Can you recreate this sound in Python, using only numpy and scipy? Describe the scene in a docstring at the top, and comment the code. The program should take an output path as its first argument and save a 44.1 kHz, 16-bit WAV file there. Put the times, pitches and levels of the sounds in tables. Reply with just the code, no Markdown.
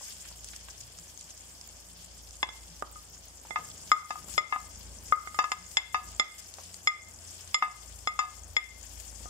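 """A kitchen, stereo microphone close to a frying pan. From the start, diced onion sizzles in a little oil
over the room's low hum: steam bubbles burst, droplets pop, wet pieces spit as they unstick.
From 2.4 s a wooden spatula knocks a pressed-glass plate again and again, and the glass rings; each loud
knock makes the recorder's gain control duck sizzle and hum for a moment. From 3.5 s the spatula pushes
more onion off the plate, and each fresh load makes the frying flare up and settle, left of centre."""
import sys
import numpy as np
from scipy import signal
from scipy.fft import rfft, irfft, next_fast_len
from scipy.io import wavfile
from scipy.ndimage import uniform_filter1d, minimum_filter1d

SR = 44100
rng = np.random.default_rng(int(sys.argv[2]) if len(sys.argv) > 2 else 0)


def dump(signal):
    """Clip the signal to [-1, 1] and save it as 16-bit WAV at the path in sys.argv[1]."""
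    limited = np.clip(np.atleast_2d(signal).T, -1, 1)
    pcm = np.round(limited * 32767).astype(np.int16)
    wavfile.write(sys.argv[1], SR, pcm)


N = 409688
TIME = np.arange(N) / SR


def from_db(db):
    """Decibels to gain."""
    return 10 ** (np.asarray(db) / 20)


def unit_rms(x):
    """Scale to unit power."""
    return x / np.sqrt(np.mean(x ** 2) + 1e-20)


def in_time(rows):
    """Each column of a time curve, at every sample."""
    times, *columns = np.transpose(rows)
    return [np.interp(TIME, times, column) for column in columns]


def at_hz(points, hz):
    """Read a table on a log-frequency axis."""
    f, value = np.transpose(points)
    return np.interp(np.log(np.maximum(hz, 1)), np.log(f), value)


def panned(side_db):
    """Left and right gains of constant total power; positive is to the microphone's left."""
    gains = from_db(np.array([[.5], [-.5]]) * side_db)
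    return gains / np.sqrt(np.mean(gains ** 2, axis=0))


def decay(t, t60):
    """Fall by 60 dB in t60 seconds."""
    return np.exp(-np.log(1000) * t / max(t60, 1e-3))


def add(out, s, sound):
    """Mix a sound in at s seconds."""
    i = max(0, round(s * SR))
    out[:, i:i + sound.shape[-1]] += sound[..., :N - i]


def drift(rate_hz):
    """A smooth random wander of rms 1."""
    pole = np.exp(-40 * np.pi * rate_hz / SR)
    slow = signal.lfilter([1], [1, -2 * pole, pole * pole], rng.standard_normal(N // 20 + 4002))[4000:]
    return np.interp(np.arange(N) / 20, np.arange(len(slow)), unit_rms(slow))


def coloured(x, spectrum, size=1024):
    """Unit-energy minimum-phase filter from (frequency [Hz], level [dB]), falling off past the ends."""
    hz = np.maximum(np.arange(size // 2 + 1) * SR / size, 10)
    octaves_outside = np.abs(np.log2(hz / np.clip(hz, spectrum[0][0], spectrum[-1][0])))
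    cepstrum = irfft(np.log(from_db(at_hz(spectrum, hz) - 5.0 * octaves_outside)))
    cepstrum[size // 2:] = 0
    impulse = irfft(np.exp(rfft(2 * cepstrum)))
    return signal.oaconvolve(x, impulse[None] / np.linalg.norm(impulse), axes=1)[:, :N]


def crackle(per_s, spread_db):
    """Tiny bursts at random moments, many small and a few large; rms 1."""
    born = rng.random((2, N)) < per_s / SR
    size = from_db(spread_db * np.minimum(rng.exponential(1, N), 4.5))
    return unit_rms(born * size * rng.standard_normal((2, N)))


# The hum's two tones: (lower [Hz], upper [Hz])
HUM_PITCHES = (57.6, 85.0)
# The hum's level as heard: slow swells, and sudden dips where the recorder's gain control ducks after
# loud knocks: (time [s], lower tone level [dB], upper tone level [dB])
HUM_LEVELS = [(0.0, -64, -66), (0.44, -54, -64), (1.16, -64, -65.5), (2.43, -54.5, -65), (4.09, -65, -61.5),
              (4.34, -53, -60.5), (4.42, -64, -63), (4.84, -50.5, -55.5), (5.54, -62, -62),
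              (6.16, -51, -56.5), (6.21, -57, -74), (6.49, -67, -61), (7.501, -63, -56.5), (7.58, -66, -87),
              (7.89, -51, -58.5), (8.251, -59, -64), (8.51, -51, -53), (8.61, -56, -67), (8.8, -53, -57.5),
              (9.29, -50, -59.5)]


def hum(gain_db=3.5, waver_db=2.0, wander_rad=0.33, overtone_db=-71, overtone_waver_db=5.5):
    """Room tone: a low hum with two wavering overtones; its table holds the gain control's dips."""
    levels = [db + gain_db + waver_db * drift(13.0) for db in in_time(HUM_LEVELS)]
    levels += [overtone_db + overtone_waver_db * drift(5.3) for _ in range(2)]
    tones = 0
    for hz, db in zip((*HUM_PITCHES, 114, 174), levels):
        phase = 2 * np.pi * hz * TIME + wander_rad * hz / HUM_PITCHES[0] * drift(4.3)
        tones = tones + from_db(db) * np.sin(phase + np.array([[-.28], [.28]]))
    return tones * panned(1.0)


# The room's air: (frequency [Hz], level [dB])
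AIR_SPECTRUM = [(82, -33), (140, -6.5), (178, -5.5), (425, -9.5), (610, -7), (1070, -11.5), (2500, -19),
                (3250, -45), (5500, -120)]
# How alike it is on both sides of the microphone: (frequency [Hz], coherence [0-1])
AIR_COHERENCE = [(60, .9), (130, 0.97), (290, 0.52), (640, 0.58), (1400, 0), (15000, 0)]


def air(level_db=-61):
    """A soft rush all round the microphone, gently following the level of the hum's upper tone."""
    size = next_fast_len(N, True)
    alike = at_hz(AIR_COHERENCE, np.arange(size // 2 + 1) * SR / size)
    mid, side = rfft(rng.standard_normal((2, size)))
    rush = irfft(np.sqrt(1 + alike) * mid + np.sqrt(1 - alike) * side * [[1], [-1]], size)[:, :N]
    follow_db = 0.22 * (in_time(HUM_LEVELS)[1] - np.mean(np.array(HUM_LEVELS)[:, 2]))
    return from_db(level_db + follow_db) * unit_rms(coloured(rush, AIR_SPECTRUM))


# Loads of onion landing in the pan: (time [s], level [dB], settling time [s])
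ONION_LOADS = [(-.2, -47, 0.79), (3.58, -49, 1.1), (5.0, -49.5, 1.1), (7.2, -48.5, 0.34),
               (8.78, -49.5, 2.5)]
# Where the microphone hears the frying: (time [s], left-right [dB])
FRYING_SIDE = [(0, 2), (3.8, 2.5), (4.1, 7.5), (5.5, 4), (7.3, 4.5), (7.8, 9), (9.28, 12)]


def frying_power(settled_db=-51, rise_s=0.052):
    """Wet onion meets hot oil: the power of the frying, left and right, flares up and settles."""
    power = from_db(settled_db) ** 2
    for s, db, settle_s in ONION_LOADS:
        age = np.maximum(TIME - s, 0)
        power = power + from_db(db) ** 2 * (1 - np.exp(-age / rise_s)) * np.exp(-age / settle_s)
    return power * panned(in_time(FRYING_SIDE)[0]) ** 2


# Steam escaping from under a piece: (time [s], level [dB], left-right [dB], half-width [s])
STEAM_SPURTS = [(0.065, -44.5, 2, 0.026), (0.227, -46, 4, 0.004), (0.283, -43, 0, .007),
                (0.707, -43.5, 4, 0.0054), (0.81, -41.5, 2, 0.0036), (0.85, -55, 4, .007),
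                (1.302, -45.5, 5, .007), (1.621, -52, 1, 0.0078), (2.048, -45, 3, 0.0052),
                (4.322, -42, 9, 0.039), (4.834, -48.5, 17, 0.0056), (5.715, -42, 13, 0.0041),
                (6.394, -41, 6, 0.0084), (9.155, -45.5, 14, 0.0074)]
# The sizzle at close range: (frequency [Hz], level [dB])
SIZZLE_SPECTRUM = [(710, -59), (1200, -12.5), (1350, -30), (1500, -12.5), (1860, -14), (3320, -9),
                   (3900, -14.5), (5260, -3), (5850, -5.5), (7020, -0.5), (8330, -5), (9080, -10.5),
                   (14700, -16.5), (15500, -24.5)]


def sizzle(per_s=9000, flutter_db=0.87, patchy_db=2.5, hiss_db=-1.8, spit_db=-6.5, drying_db_per_s=0.04):
    """Steam bubbles burst round the onion; each patch of the pan sputters at its own pace and pitch."""
    power = frying_power()
    for s, db, side_db, half_s in STEAM_SPURTS:
        swell = np.hanning(2 * round(2 * half_s * SR))
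        add(power, s - 2 * half_s, (from_db(db) * panned(side_db)) ** 2 * swell)
    edges_hz = [500, 2700, 5000, 7000, 10000, 18000]
    bubbles = [crackle(per_s, spread_db=0) for _ in range(2)]
    drying_db = drying_db_per_s * (TIME - TIME.mean())   # 7-10 kHz grows as the onion dries
    hiss = 0
    for k, band in enumerate(zip(edges_hz, edges_hz[1:])):
        patch = signal.sosfilt(signal.butter(2, band, "band", fs=SR, output="sos"), bubbles[k % 2])
        hiss = hiss + patch * from_db(patchy_db * drift(22.0) + (k == 3) * drying_db)
    hiss = unit_rms(coloured(hiss, SIZZLE_SPECTRUM)) * from_db(flutter_db * drift(5.7))
    return (from_db(hiss_db) * hiss + from_db(spit_db) * vent_spits()) * np.sqrt(power)


def vent_spits(per_s=130, spread_db=1.5, low_hz=3000, high_hz=10500, dry_low_hz=6000, t60=0.024):
    """Single vents in the onion give brief, hissy squeaks, each at its own pitch; rms 1."""
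    out, t = np.zeros((2, N)), np.arange(SR // 40) / SR
    envelope = decay(t, t60) - decay(t, t60 / 6)
    for progress, pitch, size, side, phase in rng.random((int(per_s * N / SR), 5)):
        lowest_hz = low_hz + (dry_low_hz - low_hz) * progress ** 2   # vents narrow as the onion dries
        hz = lowest_hz + pitch * (high_hz - lowest_hz)
        squeak = np.sin(2 * np.pi * hz * t + np.array([[0], [2 * np.pi * phase]]))
        size_db = -spread_db * np.log(max(size, .02))
        add(out, progress * N / SR, from_db(size_db) * panned(24 * (side - .5)) * squeak * envelope)
    roughness = uniform_filter1d(rng.standard_normal(N), size=40)
    return unit_rms(coloured(out * roughness, SIZZLE_SPECTRUM))


def oil_spray(per_s=30, spread_db=5.0, gain_db=-17):
    """Fine oil spray crackles in lone sharp ticks, as strongly as the pan fries."""
    ticks = coloured(crackle(per_s, spread_db), [(1500, -1.0), (7000, -24), (15000, 7.0)])
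    return from_db(gain_db) * np.sqrt(frying_power()) * ticks


def blows(rows, rattle, t60, lag_s):
    """A sharp push with a short dense rattle; the push reaches the microphone's left side later."""
    out, t = np.zeros((2, N)), np.arange(SR // 8) / SR
    for s, db in rows:
        noise = rng.standard_normal(len(t)) + 1.22 * rng.standard_normal((2, len(t)))
        burst = rattle * noise * decay(t, t60)
        burst[[0, 1], [round(lag_s * SR), 0]] += 20   # the push
        add(out, s, from_db(db) * burst)
    return out


# Soft bumps of onion and spatula: (time [s], level [dB])
ONION_BUMPS = [(.011, -51), (.311, -53.5), (.686, -58), (3.451, -50), (3.588, -40.5), (4.285, -49),
               (6.585, -44)]


def onion_bumps(gain_db=-4):
    """Onion being shoved gives dull bumps."""
    bumps = blows(ONION_BUMPS, rattle=1.05, t60=0.082, lag_s=.0001)
    spectrum = [(200, -21.0), (500, 6.5), (1000, 7.5), (1800, -4.5), (4000, -13.0)]
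    return from_db(gain_db) * coloured(bumps, spectrum)


# Droplets bursting in the oil: (time [s], level [dB], left-right [dB])
DROPLETS = [(0.124, -42, 14), (0.445, -34.5, 7), (0.487, -38.5, -1), (0.563, -36.5, 2), (0.988, -38.5, 0),
            (1.176, -40, 18), (1.211, -40, -1), (1.377, -42.5, 2), (1.613, -39.5, -1), (2.309, -43, -2),
            (3.688, -44, 3), (4.34, -37, 13), (6.54, -36.5, 29), (6.743, -33.5, 19), (9, -39.5, 21)]


def droplet_pops(t60=0.013, gain_db=2.5, ring_db=-5):
    """A droplet bursts with a snap and a very short ring of its own pitch."""
    out, t = np.zeros((2, N)), np.arange(SR // 40) / SR
    for s, db, side_db in DROPLETS:
        ring = from_db(ring_db) * np.sin(2 * np.pi * rng.uniform(4200, 8620) * t)
        snap = rng.standard_normal((2, len(t)))
        add(out, s - .0005, from_db(db + gain_db) * panned(side_db) * (snap + ring) * decay(t, t60))
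    return coloured(out, [(1200, -2), (3000, -0.5), (7000, 13.5), (10000, 1.5), (15000, -12)])


# Wet pieces unsticking: (time [s], level [dB], pitch [Hz])
WET_SMACKS = [(.252, -44.5, 1900), (0.534, -41.5, 2100), (0.685, -42, 1500)]


def wet_smacks(t60=0.044):
    """Each wet piece lets go with a short, octave-wide spit in the middle register."""
    out, t = np.zeros((2, N)), np.arange(SR // 20) / SR
    for s, db, hz in WET_SMACKS:
        b, a = signal.butter(1, [hz / np.sqrt(2), hz * np.sqrt(2)], "band", fs=SR)
        spit = unit_rms(signal.lfilter(b, a, rng.standard_normal((2, len(t)))))
        add(out, s, from_db(db) * spit * decay(t, t60))
    return out


def contact_db(hz, hardness_hz, db_per_octave=19.5):
    """A soft contact hardly wakes the modes above its hardness."""
    return -10 * np.log10(1 + from_db(db_per_octave * np.log2(hz / hardness_hz)) ** 2)


# Modes of the plate's rim and of its belly:
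# (frequency [Hz], level [dB], share of ring time [ratio], left-right [dB], left lead [rad])
RIM_MODES = [(1233, 10, 1, 7, -1.07), (2092, 1.5, 0.64, 7.6, 2.5), (3434, -7, 0.16, 9, -2),
             (5145, -1, 0.15, 1.6, -1.78), (7125, 3, 0.29, 1.9, 1.72)]
BELLY_MODES = [(737, -3, 1.6, 19, -1.3), (862, 4, 0.21, 3.5, 0.8), (1014, 10, 0.079, 3, -0.5),
               (1697, 1.5, 1.1, 7.5, -2), (2642, 3.5, 0.68, -4.5, 2), (3630, -5, 0.81, -19, -3),
               (4780, -6, 0.94, 3, -2), (5910, -3.5, 0.6, -14, 3.5)]
# Each rim mode's part of a tap's node loss; the third swings widest there: (share [ratio])
NODE_LOSS_SHARES = (0.96, 0.078, -0.17, 0.041, 0.077)
# Spatula on plate: (time [s], strength [dB], hardness [Hz], loss near the lowest rim mode's node [dB],
# belly share [dB], wood share [dB], rim overtones left-right [dB], ring t60 [s])
SPATULA_TAPS = [(2.429, -12, 4100, 46, -14, -16.5, -4.5, 0.038),
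                (2.4892, -34, 4500, 69, -35, -14, -22, 0.24), (2.824, -28.5, 990, 6, -38, -7.5, 1, 0.058),
                (2.958, -42.5, 1200, 7, -33, -31, 0, 0.22), (3.5076, -25.5, 2450, 32, -33, -21, -23, 0.21),
                (3.5587, -15.5, 1850, 14.5, -15.5, -46, -24, 0.11),
                (3.9167, -8, 5370, 4, -28, -63, -8, 0.092), (4.1059, -36, 7200, -1, -2.5, -8, -10, 0.12),
                (4.156, -44.5, 1180, -5.5, -6, -32, -4, 0.18),
                (4.3794, -5.5, 4800, 18, -35, -22.5, 1.5, 0.12),
                (4.5242, -17, 1740, 11.5, -14, -29, -5, 0.2), (4.56, -27.5, 1100, -1.5, -6, -22, -5, 0.048),
                (5.1236, -15.5, 2740, -1, -31, -21, -9.5, 0.089),
                (5.273, -26, 2020, 14, -37, -23, -19, 0.087), (5.345, -43.5, 8000, 2, -26, -14, -10, 0.31),
                (5.389, -19, 4670, 1.5, -4, -18, -22, 0.17), (5.4412, -28, 5500, -0.5, -7, -21, -10, 0.11),
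                (5.5177, -22, 10000, 7, -8.5, -23, -3, 0.069), (5.7699, -8, 6730, 43, -23, -25, -2.5, 0.16),
                (5.9444, -23, 3830, 3, -5, -21.5, -14, 0.18), (6.197, -8, 5500, 22, -27, -21, -11, 0.15),
                (6.873, -7.5, 4640, 18.5, -40, -29, -4.5, 0.22),
                (7.544, -8.5, 6400, 20.5, -35, -28.5, -7, 0.19),
                (7.6238, -13.5, 2150, 9, -15, -29, -7, 0.2), (8.0731, -16, 5000, 15, -30, -21.5, -5, 0.22),
                (8.1908, -21.5, 7500, 2, -10, -35, -3.5, 0.25),
                (8.5665, -7, 4100, 28.5, -33, -31.5, -2.5, 0.14), (9.257, -49.5, 1200, 4, -25, -4, 6, 0.43)]


def glass_plate(touch_db=-6, touch_t60=0.049, main_db=-4, late_db=-24, late_t60=0.21,
                twin_db=-10, twin_split=0.01, detune=0.00083):
    """Each tap rings the glass; where it lands decides which modes speak; hand and spatula damp them."""
    out, t = np.zeros((2, N)), np.arange(SR // 3) / SR
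    attack = np.minimum(t / 0.00047, 1)
    touch = from_db(touch_db) * decay(t, touch_t60)   # lost quickly while the wood still touches
    for k, (hz, db, share, mode_side_db, lead) in enumerate(RIM_MODES + BELLY_MODES):
        late = from_db(late_db) * decay(t, late_t60 * share)   # lingers out of reach of the hand
        for s, strength_db, hardness_hz, node_db, belly_db, _, side_db, t60 in SPATULA_TAPS:
            envelope = attack * (touch + late + from_db(main_db) * decay(t, t60 * share))
            gripped_hz = hz * (1 + detune * rng.standard_normal())   # the grip shifts each pitch
            phase = 2 * np.pi * gripped_hz * t
            swing = (-1) ** k * np.sin(phase + np.array([[lead / 2], [-lead / 2]]))
            if k < len(RIM_MODES):   # a round plate's rim modes come in close pairs that beat
                twin_phase = phase * (1 + twin_split * rng.normal()) + rng.uniform(0, 2 * np.pi, (2, 1))
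                swing = swing + from_db(twin_db) * np.sin(twin_phase)
                wake_db = contact_db(hz, hardness_hz) - node_db * NODE_LOSS_SHARES[k]
            else:   # the belly, rattled by the flat of the blade, depends less on hardness
                wake_db = 0.34 * contact_db(hz, hardness_hz) + belly_db
            sides = panned(mode_side_db + (side_db if 0 < k < len(RIM_MODES) else 0))
            add(out, s, from_db(strength_db + wake_db + db) * sides * envelope * swing)
    return out


# The spatula's wood at close range: (frequency [Hz], level [dB])
WOOD_SPECTRUM = [(130, -12.5), (280, -2), (600, 2), (850, 9), (1200, 6.5), (1700, -5.5), (3000, -19),
                 (4200, -25), (7000, -24), (15000, -36)]


def wood_knocks(gain_db=6.0):
    """The spatula gives its own dry knock as it meets the glass."""
    knocks = [(s, db + wood_db) for s, db, _, _, _, wood_db, _, _ in SPATULA_TAPS]
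    dry_blows = blows(knocks, rattle=1.16, t60=0.026, lag_s=0.00036)
    return from_db(gain_db) * coloured(dry_blows, WOOD_SPECTRUM)


def blade_chatter(gain_db=-4):
    """The wooden blade chatters on the plate's belly, a little left of centre."""
    out, t = np.zeros((2, N)), np.arange(SR // 5) / SR
    for s, db, _, _, belly_db, *_, t60 in SPATULA_TAPS:
        add(out, s, from_db(db + belly_db) * panned(3.8) * rng.standard_normal(len(t)) * decay(t, t60))
    spectrum = [(560, -19.0), (740, -2.5), (1150, -1.0), (1450, -12.5), (2800, -12.5), (4000, -34)]
    return from_db(gain_db) * coloured(out, spectrum)


def contact_cracks(gain_db=-5, t60=0.038, wake_hz=7000):
    """A hard contact, the kind that wakes the highest rim mode, begins with a bright crack."""
    out, t = np.zeros((2, N)), np.arange(SR // 40) / SR
    for s, db, hardness_hz, *_ in SPATULA_TAPS:
        level_db = db + contact_db(wake_hz, hardness_hz) + gain_db
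        add(out, s, from_db(level_db) * rng.standard_normal((2, len(t))) * decay(t, t60))
    return coloured(out, [(2500, 10), (8000, -4), (15000, -22.0)])


# The spatula pushing onion across the plate: (time [s], length [s], level [dB])
PUSHES = [(3.53, 0.41, -56.5), (4.157, 0.36, -57.5), (4.59, 0.68, -60), (5.897, 0.43, -61),
          (9.05, 0.56, -58)]


def onion_slides(per_s=900, spread_db=4.0, width=0.41):
    """Wet pieces rub and tumble over the glass in a dull rustle that swells and fades with each push."""
    mid, side = crackle(per_s, spread_db)
    grains = mid + width * side * [[1], [-1]]
    rustle = unit_rms(coloured(grains, [(170, 8.5), (450, -3.0), (900, -6.0), (2000, -19)]))
    swell = 0
    for s, length_s, db in PUSHES:
        progress = np.clip((TIME - s) / length_s, 0, 1)
        swell = swell + from_db(db) * np.sqrt(np.abs(np.sin(np.pi * progress)))
    return rustle * swell


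def kitchen_reflections(x, t60=0.37, wall_cut_hz=3500):
    """Dense reflections from the tiles reach the microphone later and duller than the direct sound."""
    t = np.arange(SR // 2) / SR
    build_up = np.clip((t - .005) / 0.0062, 0, 1)
    tail = rng.standard_normal((2, len(t))) * decay(t, t60) * build_up
    walls = signal.butter(1, wall_cut_hz, fs=SR, output="sos")
    tail = signal.sosfilt(walls, tail / np.linalg.norm(tail[0]))
    return signal.oaconvolve(x, tail, axes=1)[:, :N]


def scene():
    """Pan and plate close to the microphone, the kitchen around them."""
    hits = glass_plate() + wood_knocks() + onion_bumps() + blade_chatter() + contact_cracks()
    hits = hits + droplet_pops() + oil_spray() + wet_smacks()
    room = from_db(-13.5) * kitchen_reflections(hits)
    return hits + room + sizzle() + onion_slides() + hum() + air()


def record(dry, threshold_db=-21, slope=0.38, release_db_per_s=40, cutoff_hz=15700):
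    """The recorder's gain control drops just ahead of a loud peak and creeps back; the top is cut."""
    peak_db = 20 * np.log10(np.abs(dry).max(axis=0) + 1e-6)
    wanted_cut_db = slope * np.maximum(peak_db - threshold_db, 0)
    release_db = release_db_per_s * TIME
    held_db = np.maximum.accumulate(wanted_cut_db + release_db) - release_db
    gain_db = uniform_filter1d(minimum_filter1d(-held_db, size=64), size=64)   # look ahead and smooth
    lowpass = signal.ellip(10, .05, 60, cutoff_hz, fs=SR, output="sos")
    return signal.sosfiltfilt(lowpass, dry * from_db(gain_db))


dry = scene()
out = record(dry)
dump(out)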